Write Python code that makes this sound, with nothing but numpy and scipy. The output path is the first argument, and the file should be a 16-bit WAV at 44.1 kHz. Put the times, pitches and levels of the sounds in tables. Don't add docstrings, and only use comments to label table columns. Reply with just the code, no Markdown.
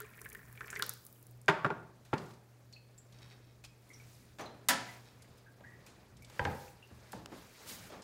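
import sys
import numpy as np
from scipy import signal
from scipy.io import wavfile

SR = 44100
rng = np.random.default_rng(int(sys.argv[2]) if len(sys.argv) > 2 else 0)


def volts(x):
    e = np.asarray(x, float) / 20
    return 10 ** e


def log_audio(samples):
    frames = np.atleast_2d(samples).T
    limited = np.clip(frames, -1, 1)
    pcm = np.round(limited * 32767).astype(np.int16)
    wavfile.write(sys.argv[1], SR, pcm)


N = 354123

# time in seconds, level in dB.
HUM = [(0, -60.5), (1.4, -59.5), (3, -61), (5, -62), (6.2, -63.5), (6.6, -68.5), (7.1, -67), (7.5, -72),
       (8.03, -86)]
# frequency in Hz, density in dB per Hz.
AIR = [(12, -49), (20, -21.5), (69, -4), (96, -5.5), (124, -8), (169, -6), (314, -13), (416, -12),
       (863, -21), (2120, -25.5), (2810, -31.5), (3830, -29), (10800, -36), (15200, -37), (16500, -54)]
BAND_EDGES_HZ = 20 * 2 ** np.arange(0, 10.5, .5)
# frequency in Hz, t60 in seconds.
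KITCHEN_DECAY = [(100, 0.54), (300, 0.6), (800, 0.6), (2000, 0.48), (5000, 0.47), (9000, 0.28),
                 (14000, 0.089)]

# strongest at in seconds, swell in seconds, fade in seconds,
# lift over the air in dB, tilt in dB per octave.
MOVES = [(.835, 0.022, 0.1, 16.5, 0.5), (1.05, 1.2, 0.22, -21, 15.5), (2.0, 0.11, 0.033, -10, -2),
         (2.25, 0.14, 0.11, 8.5, 1.5), (3.29, 0.18, 0.15, 5.5, -0.5), (3.9, 0.093, 0.35, -2, -2),
         (4.1, 0.26, 0.25, 4.5, 4), (4.25, 0.18, 0.1, -19, -8), (4.55, 0.096, 0.36, 2.5, -3),
         (4.9, 0.14, 0.1, 15.5, 1.5), (5.05, 0.15, 0.14, 2, 3), (5.3, 0.68, 0.21, 3.5, 0),
         (5.82, 0.35, 0.52, 3.5, -1), (6.02, 0.19, 0.042, 3, -1), (6.38, 0.098, 0.19, 13, 1),
         (6.62, 0.19, 0.11, 10.5, 4.5), (6.96, 0.48, 0.15, 3.5, 0.5), (7.16, 0.23, 0.11, 9.5, 0.5),
         (7.36, 0.064, 0.13, 14, 1), (7.62, 0.024, 0.31, 9, -1.5), (7.698, 0.029, 0.071, 21, 5.5),
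         (7.82, 0.34, 0.13, 15.5, 3), (7.96, 0.08, .2, 10, -1.5)]
MOVE_CENTRE_HZ, MOVE_BEND_DB = 2000, 1.04

# start in seconds, peak in dB, tilt in dB per octave,
# contact t60 in seconds, echoes in dB.
STEPS = [(2.05, -51.5, 6, 0.063, -1), (3.639, -45.5, 5, 0.1, -25), (4.385, -40.5, 1, 0.093, -0.5),
         (4.394, -38.5, -0.5, 0.18, 10), (5.606, -46, -5, 0.036, -20), (5.863, -47.5, 7, 0.071, 13),
         (6.298, -44.5, 4, 0.044, -21), (6.352, -50, 3, 0.065, -15), (7.12, -40, 11, 0.022, -10),
         (7.13, -37, -4.5, 0.023, -17.5), (7.259, -34.5, -2, 0.0058, -56), (7.317, -41.5, -4, 0.14, -13),
         (7.9, -43, -0.5, 0.67, 4), (7.92, -48, -1, 0.24, -4), (6.91, -45.5, -14.5, 0.048, -19)]
# frequency in Hz, density in dB per Hz.
STEP_COLOUR = [(60, -11), (260, -3), (400, -5.5), (750, -4), (1200, -9.5), (3600, -22), (6200, -28),
               (15000, -45.5)]
# start in seconds, peak in dB.
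HEELS = [
    (7.131, -42),
    (7.318, -53),
]

# start in seconds, peak in dB, pitch in Hz, t60 in seconds.
PINGS = [(1.157, -63.5, 3050, 0.043), (2.733, -50.5, 4340, 0.17), (2.762, -52.5, 2590, 0.11),
         (2.979, -52, 7440, 0.14), (3.64, -47, 2450, 0.023), (3.902, -51.5, 2100, 0.13),
         (3.936, -51.5, 5680, 0.12), (3.998, -55, 2300, 0.032), (4.41, -48.5, 6040, 0.086),
         (4.457, -49, 3990, 0.094), (4.885, -46, 2000, 0.16), (5.461, -55.5, 1590, 0.14),
         (5.638, -48.5, 1660, 0.15), (5.642, -52, 1900, 0.53), (5.72, -55.5, 1874, 0.65),
         (5.866, -57, 2500, 0.04), (6.22, -56, 2300, 0.096), (6.68, -51, 2570, 0.028),
         (6.826, -49, 2790, 0.081)]
# start in seconds, peak in dB, centre in Hz.
TICKS = [(2.1797, -41, 3560), (2.215, -62, 5000), (2.26, -55, 5000), (2.308, -53, 3870), (2.336, -57, 5000),
         (2.7263, -49, 4170), (2.9784, -53, 7700), (3.124, -53.5, 3900), (3.187, -54, 3900),
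         (3.218, -57, 5400), (3.218, -67, 10000), (3.323, -57, 3700), (4.388, -58, 14000),
         (4.409, -51, 11000), (4.456, -58, 11000), (6.442, -50, 5200), (3.6376, -63, 6400),
         (3.647, -43.5, 3980), (3.652, -65, 5450), (3.892, -56, 7840), (3.934, -51, 5640),
         (5.221, -50, 5800), (5.3762, -57, 13500), (5.381, -55, 4780), (5.5218, -62, 14000),
         (5.7019, -64, 5520), (5.8626, -53, 5600), (6.169, -53, 5260), (6.222, -52, 7660),
         (6.246, -46.5, 4500), (6.455, -50, 4470), (6.873, -58, 6530), (8.0207, -45.5, 4900)]
TICK_T60_S = 0.051
# strongest at in seconds, swell in seconds, fade in seconds,
# level in dB.
MUG_JERKS = [
    (3.125, 0.0084, 0.074, -71),
    (3.225, 0.013, 0.029, -59.5),
    (3.27, 0.017, 0.017, -67),
    (3.315, 0.032, 0.03, -62.5),
    (3.5, 0.19, 0.072, -75),
    (5.06, 0.012, 0.063, -67),
]
# frequency in Hz, width in Hz, level in dB.
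CHINA = [(2230, 23, 0), (2580, 50, 5.5), (3300, 56, 3), (3850, 52, 9), (4450, 38, 5), (4800, 70, -7),
         (5370, 59, 6), (6100, 90, -14), (7060, 46, -22), (7700, 76, -7), (10000, 150, -26)]

# start in seconds, peak in dB, tilt in dB per octave, contact t60 in seconds, echoes in dB.
SLAP = [
    (4.6855, -13, 2, 0.075, -7.5),
    (4.704, -28.5, -4.5, 0.078, -14),
]
# frequency in Hz, density in dB per Hz.
SLAP_COLOUR = [(35, -52), (60, -33), (252, -6), (486, -22), (983, 3.5), (1080, -18), (1330, -5),
               (2520, -12), (3420, -13.5), (14700, -23.5), (16500, -34)]
# frequency in Hz, level in dB, t60 in seconds.
SLAPPED_MODES = [(257, -5.5, 0.34), (544, -7, 0.32), (748, -10, .3), (983, 8.5, 0.17), (1745, 2, 0.25),
                 (1314, 2, 0.36), (2013, 11, 0.066)]
# start in seconds, peak in dB, tilt in dB per octave,
# contact t60 in seconds, echoes in dB.
THUDS = [
    (6.3932, -22, -0.5, 0.019, -23.5),
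    (6.4512, -24.5, -0.5, 0.011, -30),
]
# frequency in Hz, density in dB per Hz.
THUD_COLOUR = [(29, -44), (50, -22), (85, 7), (313, -7.5), (520, 0), (586, -24), (842, 2), (1100, -17),
               (1580, -7), (2880, -25), (4600, -33), (16000, -82)]
# frequency in Hz, level in dB, t60 in seconds.
PANEL_MODES = [(85, -4.5, 0.23), (138.6, -9, 0.18), (182.4, -2.5, 0.21), (299, -18, 0.17), (486, -7.5, 0.4),
               (517, -1, 0.23), (811, -2, 0.3), (1284, -8, .15), (4600, -20, 0.045), (891.6, -1.5, 0.27),
               (972, 2, 0.097), (1593, 2.5, 0.052), (2100, -7, 0.057), (3120, -14, 0.065)]

# start in seconds, peak in dB, tilt in dB per octave,
# contact t60 in seconds, echoes in dB.
KNOCKS = [
    (1.4815, -13.5, -3, 0.042, -20),
    (1.6455, -19, -7.5, 0.058, -20.5),
    (1.7025, -25.5, -10.5, 0.033, -24.5),
    (2.13, -21.5, -9, 0.046, -15.5),
]
# start in seconds, peak in dB, tilt in dB per octave,
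# contact t60 in seconds, echoes in dB.
REBOUNDS = [
    (1.4864, -20.5, -3, .02, -24),
    (1.495, -25.5, 0, 0.034, -25),
    (1.661, -41, 1, .03, -36),
    (2.137, -35.5, 4.5, 0.036, -39),
]
# frequency in Hz, density in dB per Hz.
KNOCK_COLOUR = [(35, -48.5), (90, -39), (153, -13), (250, -22.5), (408, -9.5), (579, -13.5), (666, -7.5),
                (1090, -4), (1310, -14), (1600, -0.5), (2200, -7.5), (3850, -17), (16000, -44.5)]
# frequency in Hz, level in dB, t60 in seconds.
BOARD_MODES = [(627, -5.5, 0.26), (704, -7.5, .2), (1127, -0.5, .2), (898, 0.5, 0.18), (1073, -3, 0.083),
               (1408, 9.5, 0.083), (1550, 12.5, 0.039), (2000, -14, 0.037)]
# frequency in Hz, level in dB, t60 in seconds.
COUNTER_MODES = [(166, 2, 0.1), (317, -8, 0.22), (398.8, -3, 0.21)]
# frequency in Hz, level in dB, t60 in seconds.
SETTLING_MODES = [(198, -1.5, 0.1), (403, -6.5, 0.11), (1390, -2.5, 0.055), (888, -4, 0.08)]
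STRIKE_SPREAD_DB = 1.2

# time in seconds, force in dB.
STREAM = [(0, -60.5), (.2, -71), (.4, -66), (.55, -69), (.75, -52.5), (.9, -66.5), (1.0, -107), (1.6, -130)]
# frequency in Hz, width in Hz, level in dB.
MUG = [(424, 28, -11), (1370, 210, -6), (1770, 200, 2.5), (2300, 290, -4)]
# strongest at in seconds, swell in seconds, fade in seconds, level in dB.
GLUGS = [
    (.03, 0.035, 0.024, -57),
    (.24, 0.066, 0.027, -64.5),
    (.37, 0.046, 0.036, -59.5),
    (.63, 0.031, 0.035, -57.5),
    (.82, 0.073, 0.05, -52),
]
# start in seconds, peak in dB, pitch in Hz.
BUBBLES = [(0.0034, -34.5, 1370), (.045, -47, 2300), (.069, -49, 1750), (.113, -50, 1590),
           (.392, -50, 1770), (.482, -50, 1870), (0.701, -39, 2250), (.643, -44, 2300), (0.1364, -46, 2330),
           (0.145, -46, 2350), (0.179, -43, 1770), (0.191, -44, 2330), (0.2148, -43, 1480),
           (0.2464, -43, 2100), (0.258, -33, 1666), (0.319, -43.5, 2300), (0.3496, -34, 1770),
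           (0.553, -49, 2440), (0.5755, -38, 2300), (0.608, -28.5, 1504), (0.681, -36, 2300),
           (0.729, -29, 1506), (0.7615, -27, 1950), (0.797, -26.5, 1620), (0.823, -23.5, 1370),
           (0.892, -40, 1315)]
# start in seconds, peak in dB, centre in Hz.
DROPS = [(0.0034, -25.5, 12900), (.0195, -42, 7950), (.1035, -48, 13000), (0.1531, -46, 14000),
         (.161, -44, 14500), (0.174, -40, 13500), (.189, -53, 10000), (.1975, -45, 13500),
         (.208, -47, 8500), (.2155, -36, 14000), (.241, -45, 10500), (.2455, -38, 13400),
         (.264, -43, 13600), (.2885, -43, 8460), (.301, -41, 8000), (.3282, -35, 14100), (.350, -43, 7500),
         (.367, -47, 11000), (.374, -48, 7900), (.4465, -59, 12500), (.4525, -52, 7400),
         (.4975, -51, 14000), (.558, -47, 13000), (.709, -37, 10500), (.855, -44, 10000),
         (0.932, -45, 8500), (.985, -49, 14500), (1.067, -47, 6300), (1.374, -54, 12000),
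         (0.2164, -34, 8600), (0.2508, -33, 14400), (0.2915, -35, 14200), (0.3006, -37, 14000),
         (0.331, -38, 8400), (0.349, -36, 13900), (0.527, -39, 14800), (0.608, -43.5, 6740),
         (0.6733, -37, 14200), (0.7032, -32, 7400), (0.755, -36, 5500), (0.772, -36, 11600),
         (0.793, -30, 10300), (0.8236, -19.5, 10700), (0.8239, -19, 3970), (.8395, -38, 11000),
         (0.8636, -30.5, 11200), (0.8937, -18, 9700), (0.9374, -32, 12400), (1.051, -35, 13700),
         (1.066, -34, 12600), (1.127, -40, 14300), (1.2274, -41, 13300), (1.268, -42, 9200),
         (1.311, -42, 15000), (1.4157, -45, 9500), (1.46, -47, 7800)]
# start in seconds, peak in dB, centre in Hz, t60 in seconds.
SPRAY = [
    (.658, -54, 5770, 0.14),
    (.704, -47, 7400, 0.24),
    (.756, -43, 5500, 0.098),
    (.824, -38.5, 4600, 0.23),
    (.894, -45.5, 4560, 0.39),
    (.005, -52, 3650, 0.17),
]
SMALL_BUBBLES_PER_S, FOAM_TICKS_PER_S = 200, 140
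FOAM_DB, FOAM_FOLLOWS, FOAM_SETTLES_DB_PER_S, FOAM_GONE_S = -70, 0.41, 21, 1.7
BUBBLE_T60_S, BUBBLE_KNEE_HZ = 0.055, 2300
DRIPS_DB, DRIPS_SPREAD_DB = 11.5, 3
DRIPS_LOW_HZ, DRIPS_HIGH_HZ, DRIPS_END_S = 1000, 2570, .93
DROP_T60_S = .014

POUR_ROOM_DB, POT_ROOM_DB, PANEL_ROOM_DB, SMALL_ROOM_DB = -16, -12.5, -10.5, -11


def rms_one(x):
    return x / np.sqrt(np.mean(x ** 2) + 1e-20)


def in_time(rows):
    s, *columns = np.transpose(rows)
    return [np.interp(np.arange(N) / SR, s, c) for c in columns]


def at_hz(points, hz):
    point_hz, value = np.array(points).T
    return np.interp(np.log(hz), np.log(point_hz), value)


def band(x, low_hz, high_hz):
    edges_hz = [low_hz, min(high_hz, .45 * SR)]
    return signal.sosfilt(signal.butter(2, edges_hz, "band", fs=SR, output="sos"), x)


def drift(rate_hz):
    r = np.exp(-80 * np.pi * rate_hz / SR)
    noise = rng.standard_normal(N // 40 + 2002)
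    slow = signal.lfilter([1], [1, -2 * r, r * r], noise)[2000:]
    return np.interp(np.arange(N) / 40, np.arange(len(slow)), rms_one(slow))


def ring(x, hz, t60_s):
    r, w = volts(-60 / (t60_s * SR)), 2 * np.pi * hz / SR
    return signal.lfilter([0, np.sin(w)], [1, -2 * r * np.cos(w), r * r], x + 1e-18)


def add(out, s, db, sound):
    i = round(s * SR)
    out[i:i + len(sound)] += (volts(db) * sound / np.abs(sound).max())[:N - i]


def dying(t60_s, size=16384):
    return rng.standard_normal(size) * volts(-60 * np.arange(size) / SR / max(t60_s, .001))


def swells(rows, gains):
    t = np.arange(0, N + 64, 64) / SR
    bells = []
    for s, up_s, down_s, *_ in rows:
        width_s = np.where(t < s, max(up_s, .003), max(down_s, .003))
        bells.append(np.exp(-2 * ((t - s) / width_s) ** 2))
    return [np.interp(np.arange(N) / SR, t, power) for power in gains ** 2 @ np.array(bells)]


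def grains(per_s, spread_db):
    out, at = np.zeros(N), np.flatnonzero(rng.random(N) < per_s / SR)
    size, sign = rng.random((len(at), 2)).T
    out[at] = volts(spread_db * np.minimum(-np.log(size + 1e-9), 4)) * np.sign(sign - .5)
    return out


def tones(table, rise, rough, size=8192):
    out, t, table = np.zeros(N), np.arange(size) / SR, list(table)
    flutters = band(rng.standard_normal((len(table), size)), 40, 190)
    for (s, db, hz, t60_s), flutter in zip(table, flutters):
        sine = np.sin(2 * np.pi * hz * (t + rise * t ** 2))
        add(out, s, db, (1 + rough * rms_one(flutter)) * sine * volts(-60 * t / t60_s))
    return out


def ticks(table, octaves, snap=0.0, size=4096):
    out, click = np.zeros(N), np.arange(size) == 0
    for s, db, hz, t60_s in table:
        burst = dying(t60_s, size=size) + snap * click
        add(out, s, db, band(burst, hz / 2 ** octaves, hz * 2 ** octaves))
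    return out


def noise_bands():
    white = rng.standard_normal((2, N))
    pairs = zip(BAND_EDGES_HZ, BAND_EDGES_HZ[1:])
    return [(min(np.sqrt(a * b), 15000), band(white[k % 2], a, b)) for k, (a, b) in enumerate(pairs)]


def kitchen(x):
    t, edges_hz = np.arange(SR) / SR, 60 * 2 ** np.arange(0, 8.6, .5)
    echoes = np.zeros(SR)
    for a, b in zip(edges_hz, edges_hz[1:]):
        t60_s = at_hz(KITCHEN_DECAY, np.sqrt(a * b))
        echoes += band(rng.standard_normal(SR), a, b) * volts(-60 * t / t60_s)
    echoes = echoes * (1 - np.exp(-(t / 0.0046) ** 2))
    return signal.fftconvolve(x, echoes / np.sqrt(np.sum(echoes ** 2)))[:N]


def fridge_hum():
    level_db, = in_time(HUM)
    turns = np.cumsum(120.9 + 0.43 * drift(2.74)) / SR
    return np.sqrt(2) * volts(level_db + 2.5 * drift(2.9)) * np.sin(2 * np.pi * turns)


def air_and_movement(bands, air_db, patchy_db, handling_db):
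    *_, lift_db, tilt_db = np.transpose(MOVES)
    octaves = np.log2([[hz / MOVE_CENTRE_HZ] for hz, _ in bands])
    motion = swells(MOVES, volts(lift_db + tilt_db * octaves - MOVE_BEND_DB * octaves ** 2))
    out, hand = np.zeros(N), drift(3.1)
    for (hz, noise), lift in zip(bands, motion):
        level_db = air_db + at_hz(AIR, hz) + patchy_db * drift(36) + handling_db * hand * (hz < 200)
        out += volts(level_db) * np.sqrt(1 + lift) * noise
    return out


def blows(hits, colour, bands, rise_turns):
    out, t, bands = np.zeros(N), np.arange(SR // 2) / SR, bands[3:]
    hz = np.array([[hz] for hz, _ in bands])
    rise = 1 - np.exp(-(t * hz / rise_turns) ** 2)
    echoes = volts(-60 * t / at_hz(KITCHEN_DECAY, hz))
    for s, db, tilt_db, t60_s, echoes_db in hits:
        noise = np.array([np.resize(v[round(s * SR):][:len(t)], len(t)) for _, v in bands])
        fall = volts(-60 * t / max(t60_s, .002)) + volts(echoes_db) * echoes
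        gain = volts(at_hz(colour, hz) + tilt_db * np.log2(hz / 1000))
        add(out, s, db, np.sum(gain * rise * fall * noise, axis=0))
    return out


def struck(hits, modes, body_db, late_turns, rattle, low_hz=65):
    out, n = np.zeros(N), np.arange(16384)
    for s, db, *_ in hits:
        strength_db = rng.normal(0, STRIKE_SPREAD_DB, len(modes))
        body = []
        for (hz, level_db, t60_s), change_db in zip(modes, strength_db):
            push = np.exp(-(n * hz / SR - late_turns) ** 2 * 20) * hz
            body.append(volts(level_db + change_db) * ring(push, hz, t60_s))
        flutter = 1 + rattle * rms_one(band(rng.standard_normal((len(modes), len(n))), 10.0, 50))
        add(out, s, db + body_db, band(np.sum(flutter * body, axis=0), low_hz, 9800))
    return out


def turned_mug(slips_per_s):
    slips = grains(slips_per_s, 3.4)
    power, = swells(MUG_JERKS, volts(np.array(MUG_JERKS)[None, :, -1]))
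    china = sum(volts(db) * rms_one(ring(slips, hz, .5 / width_hz)) for hz, width_hz, db in CHINA)
    return np.sqrt(power) * rms_one(china)


def creaks_and_ticks():
    pings = volts(-5) * tones(PINGS, rise=0.054, rough=0.91) + ticks(PINGS, octaves=0.063)
    dry_ticks = ticks([(*row, TICK_T60_S) for row in TICKS], octaves=0.74)
    return pings + dry_ticks + turned_mug(slips_per_s=430)


def hollow_panels():
    thuds = struck(THUDS, PANEL_MODES, late_turns=1.595, rattle=0.54, body_db=-1.0)
    heels = struck(HEELS, PANEL_MODES, late_turns=1.7, rattle=0.98, body_db=-10.0)
    slap = struck(SLAP, SLAPPED_MODES, late_turns=3.09, rattle=0.6, body_db=-7.5)
    return thuds + heels + slap


def pot_on_board():
    rocking = KNOCKS[:3]
    board = struck(rocking + REBOUNDS[1:2], BOARD_MODES, late_turns=1.61, rattle=0.71, body_db=-3.0, low_hz=400)
    counter = struck(rocking, COUNTER_MODES, late_turns=2.385, rattle=0.2, body_db=-9, low_hz=110)
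    landing = struck(KNOCKS[3:], SETTLING_MODES, late_turns=1.755, rattle=0.72, body_db=-4, low_hz=120)
    return board + counter + landing


def stream():
    force_db, = in_time(STREAM)
    t = np.arange(N) / SR
    settled_db = FOAM_SETTLES_DB_PER_S * t
    held_db = np.maximum.accumulate(FOAM_FOLLOWS * (force_db + 60) + settled_db) - settled_db
    mug, foam = np.zeros(N), np.zeros(N)
    for hz, width_hz, db in MUG:
        mug += volts(db) * rms_one(ring(grains(SMALL_BUBBLES_PER_S, 2.7), hz, 2.6 / width_hz))
    for hz in np.geomspace(7000, 15000, num=5):
        foam += rms_one(ring(grains(FOAM_TICKS_PER_S / 4, 1.2), hz, 18.0 / hz))
    return volts(force_db) * rms_one(mug) + volts(FOAM_DB + held_db) * (t < FOAM_GONE_S) * rms_one(foam)


def small_bubbles(count):
    when, pitch, size = rng.random((count, 3)).T
    s = when * DRIPS_END_S
    hz = DRIPS_LOW_HZ * (DRIPS_HIGH_HZ / DRIPS_LOW_HZ) ** pitch
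    db = np.interp(s, *np.transpose(STREAM)) + DRIPS_DB - DRIPS_SPREAD_DB * 4 * size
    return tones(zip(s, db, hz, 46.0 / hz), rise=3.3, rough=1.0, size=3072)


def glugs(hz, t60_s):
    power, = swells(GLUGS, volts(np.array(GLUGS)[None, :, -1]))
    hummed = ring(ring(rng.standard_normal(N), hz, t60_s), hz, t60_s)
    return np.sqrt(power) * rms_one(hummed)


def coffee_pour():
    bubbles = [(s, db, hz, BUBBLE_T60_S / (1 + (hz / BUBBLE_KNEE_HZ) ** 11.0)) for s, db, hz in BUBBLES]
    chirps = tones(bubbles, rise=2.75, rough=1.0)
    splash = ticks(bubbles, octaves=0.47, snap=14.0)
    gulp = glugs(hz=421.5, t60_s=0.035) + volts(-52.0) * ring(splash, 1070, 0.22)
    spray = ticks(SPRAY, octaves=0.36, size=16384)
    drops = ticks([(*row, DROP_T60_S) for row in DROPS], octaves=0.46, snap=6.5)
    water = stream() + small_bubbles(count=110) + volts(-5.0) * chirps + volts(-6.0) * splash
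    return water + gulp + spray + drops


def scene():
    shaken = noise_bands()
    reversed_bands = [(hz, noise[::-1]) for hz, noise in shaken]
    air = air_and_movement(reversed_bands, air_db=-39.5, patchy_db=1.62, handling_db=2.5) + fridge_hum()
    far = blows(SLAP, SLAP_COLOUR, shaken, rise_turns=4.7) + blows(STEPS, STEP_COLOUR, shaken, rise_turns=1.85)
    hits = blows(KNOCKS + REBOUNDS, KNOCK_COLOUR, shaken, rise_turns=0.91)
    hits = hits + blows(THUDS, THUD_COLOUR, shaken, rise_turns=2.1)
    small, panel, pot, pour = creaks_and_ticks(), hollow_panels(), pot_on_board(), coffee_pour()
    wet = volts(POUR_ROOM_DB) * pour + volts(POT_ROOM_DB) * pot
    wet = wet + volts(PANEL_ROOM_DB) * panel + volts(SMALL_ROOM_DB) * small
    return (pour + pot + panel + small + kitchen(wet) + hits + far + air)[None]


def band_limit(x):
    return signal.sosfilt(signal.butter(12, 16820, fs=SR, output="sos"), x)


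def record(dry):
    cut = signal.sosfilt(signal.ellip(10, .5, 42, 15780, fs=SR, output="sos"), dry)
    return band_limit(cut)


dry = scene()
out = record(dry)
log_audio(out)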